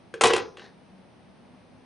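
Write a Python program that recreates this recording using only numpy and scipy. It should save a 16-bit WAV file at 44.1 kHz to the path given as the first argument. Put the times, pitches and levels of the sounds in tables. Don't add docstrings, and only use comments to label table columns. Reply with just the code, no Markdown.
import sys
import numpy as np
from scipy import signal
from scipy.fft import rfft, irfft
from scipy.io import wavfile

SR = 44100
rng = np.random.default_rng(int(sys.argv[2]) if len(sys.argv) > 2 else 0)


def output_pcm(signal):
    pcm = np.clip(np.atleast_2d(signal).T, -1, 1) * 32767
    wavfile.write(sys.argv[1], SR, np.round(pcm).astype(np.int16))


N = 81585


def amp(db):
    return 10 ** (np.asarray(db) / 20)


def unit(x):
    return x / np.sqrt(np.mean(x ** 2) + 1e-20)


def read(points, hz):
    f, value = np.transpose(points)
    return np.interp(np.log(hz + 1), np.log(f + 1), value)


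def add(mix, start_s, sound):
    part = mix[max(round(start_s * SR), 0):][:len(sound)]
    part += sound[:len(part)]


def bins(x):
    return np.fft.rfftfreq(x.shape[-1], 1 / SR)


def colour(x, points):
    return irfft(rfft(x) * amp(read(points, bins(x))), x.shape[-1])


def spread(pair, width):
    middle, side = pair
    return np.array([middle + width * side, middle - width * side])


def air():
    # [f/Hz, density/dB per Hz]
    noise_colour = [(20, -23), (66, -14), (107, -6), (134, -9.5), (178, -3), (254, -6.5), (300, -10.5),
                    (760, -13), (1360, -22.5), (2400, -25), (5000, -34), (6200, -37.5), (7200, -53),
                    (9300, -34.5), (11000, -56)]
    # [t/s, f/Hz, level/dB]
    hum_track = [(0, 167.8, -69), (.7, 194.4, -67), (.87, 188, -58), (1.001, 189.3, -53.5),
                 (1.07, 181.1, -70.5), (1.2, 163.2, -74), (1.33, 199.5, -63), (1.431, 245, -59),
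                 (1.85, 259.9, -57.5)]
    noise_db, noise_width, waver_hz = -54, 0.57, 23

    pair = spread(rng.standard_normal((2, N)), noise_width)
    noise = amp(noise_db) * unit(colour(pair, noise_colour))

    t = np.arange(N) / SR
    track_s, track_hz, track_db = np.transpose(hum_track)
    lowpass = np.exp(-(bins(t) / waver_hz) ** 2)
    waver = unit(irfft(rfft(rng.standard_normal(N)) * lowpass, N))
    cycles = np.cumsum(np.interp(t, track_s, track_hz)) / SR
    tone = unit((1 + 0.4 * waver) * np.sin(2 * np.pi * cycles))
    hum = amp(np.interp(t, track_s, track_db)) * tone
    return noise * amp([[0.4], [-0.4]]) + hum


def ring(modes, t, tilt_db=0):
    pivot_hz = 430
    total = 0
    for hz, db, t60_s in modes:
        level_db = db + tilt_db * np.log2(hz / pivot_hz) - 60 * t / t60_s
        total = total + amp(level_db) * np.sin(2 * np.pi * (hz * t + rng.random()))
    return total


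def crack_and_chatter(t):
    # [f/Hz, gain/dB]
    crack_colour = [(60, -25), (250, -14), (450, 1.5), (650, -2), (1050, 1.5), (1300, -1), (1750, -3),
                    (3100, -4), (5000, -13), (8500, -14), (11000, -22)]
    crack_db, crack_hold_s, crack_t60_s = -10.5, 0.0016, 0.024
    chatter_db, chatter_t60_s, chatter_per_s = -17.5, 0.13, 450
    tick_decay_s = 0.00085

    hiss = unit(colour(rng.choice([-1., 1.], len(t)), crack_colour))
    impulses = rng.random(len(t)) < chatter_per_s / SR
    ticks = signal.lfilter([1], [1, -np.exp(-1 / (tick_decay_s * SR))], impulses)
    chatter = unit(np.sqrt(ticks)) * amp(chatter_db - 60 * t / chatter_t60_s)
    crack = amp(-60 * np.maximum(t - crack_hold_s, 0) / crack_t60_s)
    return amp(crack_db) * hiss * (crack + chatter)


def knock(level_db, thump_db, hollow_db, tilt_db, prong_db, clack_db, snap_db, treble_db):
    # [f/Hz, level/dB, t60/s]
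    shell_modes = [(721.3, -29, 0.11), (795, -18, 0.056), (1016, -19, 0.093), (1082, -14.5, 0.03),
                   (1150.4, -29, 0.06), (1366, -26.5, 0.09), (1677, -23.5, 0.045), (1936, -22, 0.036),
                   (2254, -31.5, 0.045), (2500, -22.5, 0.035), (2740, -18.5, 0.025), (2944, -28.5, 0.06),
                   (3196, -21.5, 0.039), (3387, -23, 0.023), (3990, -26.5, 0.03)]
    prong_modes = [(1563, -12, 0.028), (2353, -29.5, 0.07), (3214, -25.5, 0.041), (3700, -28, 0.025)]
    hollow_modes = [(351.7, -24, 0.22), (380, -26.5, 0.2), (412, -24.5, 0.13), (446.2, -23.5, 0.33),
                    (480.5, -19, 0.092), (526, -24, 0.1)]
    desk_modes = [(48, -45.5, 0.06), (112, -39.5, 0.22), (240.8, -33, 0.16), (272, -32, 0.14)]
    clack_hz, neutral_hz, snap_hz, treble_hz = 795.5, 1600, 2934, 7000
    attack_s = 0.00085

    t = np.arange(SR // 2) / SR
    hard = crack_and_chatter(t) + ring(shell_modes, t) + amp(prong_db) * ring(prong_modes, t)
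    contact = [(clack_hz, clack_db), (neutral_hz, 0), (snap_hz, snap_db), (treble_hz, treble_db)]
    hard = colour(np.pad(hard, (0, len(t))), contact)[:len(t)]
    housing = amp(hollow_db) * ring(hollow_modes, t, tilt_db)
    desk = amp(thump_db) * ring(desk_modes, t)
    onset = 1 - np.exp(-t / attack_s)
    return amp(level_db) * onset * (hard + housing + desk)


def room(x):
    # [delay/s, level/dB]
    echoes = [(.0052, -20.5), (.0083, -17), (0.0128, -15.5), (0.018, -17)]
    # [f/Hz, t60/s]
    tail_t60 = [(100, .5), (400, 0.4154), (1000, 0.3643), (3000, 0.1843), (6000, 0.42), (7500, 0.12),
                (11000, 0.01)]
    # [f/Hz, gain/dB]
    tail_colour = [(100, -14.5), (400, -13), (1000, -14), (3000, -5), (9000, -15)]
    # [f/Hz, gain/dB]
    tail_side = [(100, -12.5), (350, -5.5), (1000, -2.5), (2500, -9), (8000, -20)]
    build_s, width = 0.016, 0.75

    near = x.copy()
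    for delay_s, db in echoes:
        add(near, delay_s, amp(db) * x)

    hz, t, spectrum = signal.stft(rng.standard_normal((2, SR)), SR, nperseg=256)
    decay = amp(-60 * t / read(tail_t60, hz)[:, None])
    tail = signal.istft(spectrum * decay, SR, nperseg=256)[1]
    middle, side = colour(tail / np.linalg.norm(tail[0]), tail_colour)
    tail = spread([middle, colour(side, tail_side)], width)[:, :SR // 2]
    build = 1 - np.exp(-(np.arange(SR // 2) / SR / build_s) ** 2)
    return near + signal.fftconvolve(x[None], tail * build, axes=1)[:, :N]


def scuff():
    # [f/Hz, gain/dB]
    scuff_colour = [(150, -7), (400, 8), (700, -6), (1200, -8), (1750, 6), (2600, -10), (4000, -2.5),
                    (6500, -15.5), (10000, -50)]
    length_s, level_db, grain_db = 0.13, -50.5, 3

    u = np.arange(0, 1, 1 / (length_s * SR))
    grains = rng.standard_normal(SR) * amp(grain_db * rng.exponential(1, SR))
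    swell = np.sin(np.pi * u ** 0.5)
    return amp(level_db) * swell * unit(colour(grains, scuff_colour))[:len(u)]


def handset():
    # [t/s, level/dB, desk thump/dB, hollow ring/dB,
    # hollow tilt/dB per octave, prong ring/dB, clack/dB, snap/dB, treble/dB]
    knocks = [(0.1395, -19, -3.5, 4.5, 8, 3, -14.5, -7.5, -5.5),
              (0.2099, -1, -11, -1, 4.5, -9.5, -1, -5, 0.5),
              (0.2165, -9.5, -1.5, -1, 1, -12.5, -6.5, -1.5, 11),
              (0.2361, 2.5, 4, 0.5, -2, -5.5, 2.5, -0.5, 2), (0.2418, -1, -2.5, 0, -1, -8.5, 2, 0, 3),
              (0.2546, -0.5, 1, 1, 1.5, -7.5, -0.5, -1.5, -2),
              (0.2608, -13, -5, -3.5, 0.5, -9, -1.5, 5, 8.5),
              (0.2702, -14, -7.5, -4, -0.5, -10, -6.5, 1, 13),
              (0.2795, -21.5, -5.5, -5, -0.5, -10.5, -2.5, 5, 12),
              (0.2945, -17, -6.5, 4.5, 7, -11, -0.5, -5, -5),
              (0.303, -5.5, -10, 4, -0.5, -9, 1.5, 1.5, -7.5),
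              (0.3075, -10.5, -4.5, -3.5, 0, -6, -2, -7.5, -10),
              (0.3338, -5.5, -7, 3.5, -3, -1, -0.5, 3, 0), (0.346, -18, -5, 5.5, -3.5, -12, -7, -9, -6),
              (0.3607, -16.5, -7, 0, -0.5, 1, -8, -3, 1), (0.3635, -12, -6, 3, -1.5, -7, 0, -2, 3.5),
              (0.379, -17.5, -13, 7.5, -1, -3, 0, 2.5, -3), (0.388, -19.5, -3.5, -1.5, 0, -3, 0, -5, -19),
              (0.402, -23, 15, 2, -11, -2, -3, -11, -16), (0.424, -32.5, 21.5, 2.5, 1, -8, -2, -15, -13),
              (0.57, -35.5, -10, -3, 5, 3, 2, 7, -0.5), (0.582, -37, -5, 9, -12, -8, -15, -6, -9),
              (0.5939, -35.5, -11, -11, 5, 6, -2, 3.5, -6), (0.598, -39, -11, -11, 1, 7, -11, -10, -9.5),
              (0.619, -37.5, -8, 2, -8, -5, 7, -5, -10), (0.642, -39.5, 1, -4, -3, -9, 1, -6, -3),
              (0.665, -44, -2, 1, -3, -6, 9, -10, -8)]
    # [f/Hz, level/dB]
    balance = [(60, -0.5), (250, -1.1), (450, -0.5), (700, 2), (1400, 3), (3000, 1), (6000, 0.57),
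               (10000, 1.3)]
    # [f/Hz, phase/rad]
    lead = [(0, 0.035), (600, 0.31), (1460, 0.089), (1810, 0.28), (2150, 0.064), (11500, -0.0)]

    dry = np.zeros(N)
    for start_s, *blow in knocks:
        add(dry, start_s, knock(*blow))
    add(dry, 0.572, scuff())

    hz = bins(dry)
    half = np.array([[0.5], [-0.5]])
    gain = amp(half * read(balance, hz))
    phase = np.exp(1j * half * read(lead, hz))
    return irfft(rfft(room(dry)) * gain * phase, N)


def scene():
    return handset() + air()


def record(dry):
    low_cut_hz, ceiling, edge_hz = 35, 0.4, 10650
    low_cut = signal.butter(2, low_cut_hz, "high", fs=SR, output="sos")
    thin = signal.sosfilt(low_cut, dry)
    rounded = ceiling * np.tanh(thin / ceiling)
    band_limit = signal.firwin(511, edge_hz, window=("kaiser", 9), fs=SR)
    return signal.oaconvolve(rounded, band_limit[None], "same")


dry = scene()
out = record(dry)
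output_pcm(out)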